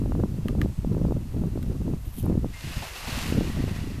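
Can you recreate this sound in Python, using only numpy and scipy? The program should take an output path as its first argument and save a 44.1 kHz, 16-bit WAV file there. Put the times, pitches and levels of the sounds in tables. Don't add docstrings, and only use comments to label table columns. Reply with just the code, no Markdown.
import sys
import numpy as np
from scipy import signal
from scipy.fft import rfft, irfft
from scipy.io import wavfile
from scipy.ndimage import map_coordinates

SR = 44100
rng = np.random.default_rng(int(sys.argv[2]) if len(sys.argv) > 2 else 0)


def store_pcm(level_fs):
    pcm = np.round(np.clip(level_fs, -1, 1) * 32767).astype(np.int16)
    wavfile.write(sys.argv[1], SR, np.atleast_2d(pcm).T)


N = 176400
TIME = np.arange(N) / SR

# (time [s], relative level [dB])
GUSTS = [(0, -29), (.12, -27), (.23, -23.5), (.29, -31), (.47, -29), (.64, -27), (.70, -34), (.76, -44),
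         (.785, -30.5), (.82, -40), (.87, -26), (1.11, -24.5), (1.2, -30), (1.27, -37), (1.41, -26),
         (1.51, -34), (1.57, -28), (1.62, -33), (1.67, -27), (1.76, -34), (1.84, -28), (1.94, -28),
         (2.02, -45), (2.07, -37), (2.14, -50), (2.225, -27.5), (2.32, -23), (2.4, -28), (2.46, -29.5),
         (2.51, -41.5), (2.59, -52), (2.675, -32), (2.73, -46), (2.78, -35), (2.87, -46.5), (2.98, -60),
         (3.07, -40), (3.17, -32.5), (3.25, -35.5), (3.36, -23.5), (3.44, -28.5), (3.65, -32), (4.0, -34.5)]
# (frequency [Hz], relative level [dB])
BUFFET_TONE = [(10, -25), (30, -4), (60, 1), (130, 1.64), (215, -1), (350, -12), (550, -27), (1000, -38),
               (2000, -60), (5000, -78)]
# (frequency [Hz], relative level [dB])
RUMBLE_TONE = [(25, -3.5), (50, 0), (80, -2), (150, -16.5), (700, -71.5)]
# (time [s], relative level [dB], half width [ms])
EDDIES = [(0.06, -16.5, 0.82), (.121, -17.5, 0.45), (.152, -20.5, 0.52), (.237, -14, 0.55),
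          (.458, -12, 1.24), (0.5096, -14, 2), (.552, -17, 0.81), (.649, -14, 1.55), (.660, -14, 0.92),
          (.791, -15, 2.9), (.848, -14.5, 0.8), (.914, -14, 3.1), (.949, -24.5, 0.4), (.969, -15, 0.95),
          (1.052, -13.5, 0.72), (1.110, -20.5, 0.56), (1.123, -13, 0.74), (1.438, -20.5, 0.64),
          (1.576, -18, 0.72), (1.880, -19.5, 0.82), (1.937, -19.5, 0.8), (2.08, -17, 4.5),
          (2.265, -19.5, 0.53), (2.299, -7, 1.38), (2.33, -15.5, 1.3), (2.379, -14, 1.8),
          (2.4458, -13, 0.8), (2.771, -19.5, 4), (3.325, -9, 1.12), (3.349, -14, 1.15), (3.383, -10, 1.4),
          (3.410, -10, 1), (3.641, -11, 1.26), (3.680, -17.5, 0.94)]
# (frequency [Hz], relative level [dB])
FAR_WIND_TONE = [(100, 5), (700, 0.5), (1300, -4), (2400, -10.5), (6000, -7.5), (10000, -9), (14000, -8.5)]
# (time [s], knock level [dB], snap level [dB])
CLICKS = [(0.4836, -24.5, -31.5), (0.6155, -24, -23), (1.628, -45, -34)]
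# (frequency [Hz], relative level [dB])
KNOCK_TONE = [(1000, -27), (1600, 8), (2300, 1), (5000, -18)]
# (frequency [Hz], relative level [dB])
SNAP_TONE = [(1000, -4), (2200, 4.5), (7000, -3), (9500, -14), (12500, -4), (15000, 0.5)]
# (frequency [Hz], relative level [dB])
SCUFF_TONE = [(3000, -2.5), (6500, -13), (7900, 1.5), (9500, -21)]
# (time [s], level [dB])
TICKS = [(1.629, -35), (2.166, -38), (2.228, -33.5), (2.258, -35)]
# (peak time [s], level [dB], rise [s], fall [s])
SWISHES = [(2.07, -59, 0.071, 0.027), (2.195, -45.5, 0.046, 0.032)]
# (frequency [Hz], relative level [dB])
SWISH_TONE = [(1000, -29), (3100, 0), (5000, -9), (8000, -7), (11000, 2.5), (14000, 4.5), (16000, -20)]
# (time [s], level [dB])
RUSTLE_LEVEL = [(2.42, -60), (2.55, -50), (2.64, -43), (2.79, -39.5), (2.89, -41), (2.96, -42.5),
                (3.07, -38), (3.16, -34.5), (3.28, -37.5), (3.39, -43), (3.5, -43), (3.6, -46.5),
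                (3.8, -46), (4.0, -52)]
# (frequency [Hz], relative level [dB])
CLOTH_TONE = [(150, -27), (600, -3.5), (1200, -3.5), (1600, -1.5), (1930, .3), (2350, -1.5), (2720, 3),
              (3100, -2.8), (4400, -4), (6000, -8.5), (9000, -14.5), (14000, -16)]
# (time [s], level relative to the rustle [dB])
SIZZLE_LEVEL = [(2.55, -8), (2.8, -11), (2.97, -9), (3.15, -15), (3.3, -7.5), (3.4, -16), (3.48, -8.5),
                (3.7, -11.5)]
# (frequency [Hz], relative level [dB])
SIZZLE_TONE = [(1500, -31), (4000, -6), (7000, 3.5), (14000, -1)]
# (time [s], level [dB])
FILL_LEVEL = [(2.5, -60.5), (2.68, -59), (2.82, -48), (2.95, -50), (3.15, -41.5), (3.3, -47), (3.8, -50.5),
              (4.0, -55)]
# (frequency [Hz], relative level [dB])
FILL_TONE = [(100, -3), (350, -3.5), (750, -2), (1200, -1.5), (2000, -14.5), (5000, -25), (14000, -50)]
# (frequency [Hz], level [dB], time to fade by 60 dB [s])
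CLINK_NOTES = [(2106, -47, .95), (1935, -44, .06), (7219, -54, 0.14)]
# (time [s], level [dB], decay [s])
FLAPS = [(2.821, -34.5, 0.023), (3.07, -42, 0.015)]
# (frequency [Hz], relative level [dB])
FLAP_TONE = [(150, -20), (500, -2), (850, 3), (1300, -15), (3000, -13), (14000, -30)]

CLICK_RISE_S, SNAP_DECAY_S = 0.00027, 0.0007


def amp(db):
    return np.exp(np.asarray(db) * np.log(10) / 20)


def unit(x):
    return x / np.sqrt(np.mean(x ** 2) + 1e-20)


def curve(points):
    return np.interp(TIME, *np.transpose(points))


def colour(x, tone):
    hz, db = np.transpose(tone)
    freqs = np.fft.rfftfreq(len(x), 1 / SR)
    gain = amp(np.interp(np.log(freqs + 1), np.log(hz + 1), db))
    return unit(irfft(rfft(x) * gain, len(x)))


def noise(tone):
    return colour(rng.standard_normal(N), tone)


def wander(rate_hz):
    freqs = np.fft.rfftfreq(N // 20, 20 / SR)
    slow = irfft(rfft(rng.standard_normal(N // 20)) * np.exp(-(freqs / rate_hz) ** 2), N // 20)
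    return np.interp(TIME, np.arange(N // 20) * 20 / SR, unit(slow))


def dying(start, decay_s, rise_s=CLICK_RISE_S):
    age = np.maximum(TIME - start, 0)
    return (1 - np.exp(-age / rise_s)) * np.exp(-age / decay_s)


def swell(peak_s, rise_s, fall_s):
    return np.exp(np.minimum((TIME - peak_s) / rise_s, (peak_s - TIME) / fall_s))


def wind(reference_db=-29, buffet_db=-28.5, rumble_db=-32.5):
    gust = curve(GUSTS) - reference_db
    jitter = 1.7845 * np.clip(wander(rate_hz=75.27), -2, 2)
    speed = amp(0.23 * gust + jitter)
    swept = map_coordinates(noise(BUFFET_TONE), [np.cumsum(speed)], order=3, mode="wrap")
    buffet = swept * amp(buffet_db + gust + 1.26 * jitter)
    rumble = noise(RUMBLE_TONE) * amp(rumble_db + 0.47 * gust)
    return buffet + rumble


def far_wind(level_db=-55.5):
    return noise(FAR_WIND_TONE) * amp(level_db)


def eddies(lean=0.49, gain_db=-1.5):
    out = np.zeros(N)
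    for time, db, half_width_ms in EDDIES:
        middle = round(time * SR)
        near = slice(max(middle - 2048, 0), middle + 2048)
        offset = (TIME[near] - time) * 1000 / half_width_ms
        dip = (1 - offset ** 2 + 2 * lean * offset) / (1 + offset ** 2) ** 2
        out[near] -= amp(db + gain_db) * dip * np.hanning(len(offset))
    return out / np.hypot(1, lean)


def clicks(ring_hz=1205, ring_db=-10, scatter_db=-25):
    ring = amp(ring_db) * np.sin(2 * np.pi * ring_hz * TIME)
    knock, snap, out = noise(KNOCK_TONE), noise(SNAP_TONE), np.zeros(N)
    for start, knock_db, snap_db in CLICKS:
        out += amp(knock_db) * (knock * dying(start, decay_s=0.0017) + ring * dying(start, 0.0057))
        scatter = amp(scatter_db) * dying(start, decay_s=0.028)
        out += amp(snap_db) * snap * (dying(start, SNAP_DECAY_S) + scatter)
    return out


def scuff(level_db=-62):
    return noise(SCUFF_TONE) * swell(peak_s=0.74, rise_s=0.12, fall_s=0.09) * amp(level_db)


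def swish(rough_db=3.2, rough_hz=250):
    swells = sum(amp(db) * swell(peak, rise, fall) for peak, db, rise, fall in SWISHES)
    ticks = sum(amp(db) * dying(start, SNAP_DECAY_S) for start, db in TICKS)
    return noise(SWISH_TONE) * (swells * amp(rough_db * wander(rough_hz)) + ticks)


def rustle(flutter_db, crinkles_per_s=1500, spread_db=4.5, crinkle_db=-9.5, slide_db=-0.5):
    sizes = amp(spread_db * np.minimum(rng.exponential(1, N), 5))
    pops = sizes * rng.choice([-1, 1], N) * (rng.random(N) < crinkles_per_s / SR)
    crinkles = amp(crinkle_db) * colour(pops, CLOTH_TONE)
    slide = amp(slide_db) * noise(CLOTH_TONE)
    sizzle = noise(SIZZLE_TONE) * amp(curve(SIZZLE_LEVEL))
    return (slide + crinkles + sizzle) * amp(curve(RUSTLE_LEVEL) + flutter_db)


def filling(flutter_db):
    return noise(FILL_TONE) * amp(curve(FILL_LEVEL) + flutter_db)


def clink(start_s=2.537):
    out = np.zeros(N)
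    for hz, db, fade_s in CLINK_NOTES:
        fade = dying(start_s, decay_s=fade_s / np.log(1000), rise_s=0.00089)
        out += amp(db) * np.sin(2 * np.pi * hz * TIME) * fade
    return out


def flaps():
    bursts = sum(amp(db) * dying(start, decay, rise_s=0.0012) for start, db, decay in FLAPS)
    return noise(FLAP_TONE) * bursts


def whistle(pitch_hz=1920, half_width_hz=100, level_db=-53.5):
    off_pitch = (np.fft.rfftfreq(N, 1 / SR) - pitch_hz) / half_width_hz
    note = irfft(rfft(rng.standard_normal(N)) / (1 + off_pitch ** 2), N)
    return unit(note) * swell(peak_s=3.5, rise_s=0.3, fall_s=0.8) * amp(level_db)


def scene():
    hillside = wind() + far_wind() + eddies()
    small_sounds = clicks() + scuff() + swish()
    flutter_db = 0.8 * wander(rate_hz=35)
    wing = rustle(flutter_db) + filling(flutter_db) + clink() + flaps() + whistle()
    return (hillside + small_sounds + wing)[None]


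def record(dry, cutoff_hz=14230):
    low_pass = signal.firwin(1023, cutoff_hz, window=("kaiser", 9), fs=SR)
    return signal.oaconvolve(dry, low_pass[None], "same")


dry = scene()
out = record(dry)
store_pcm(out)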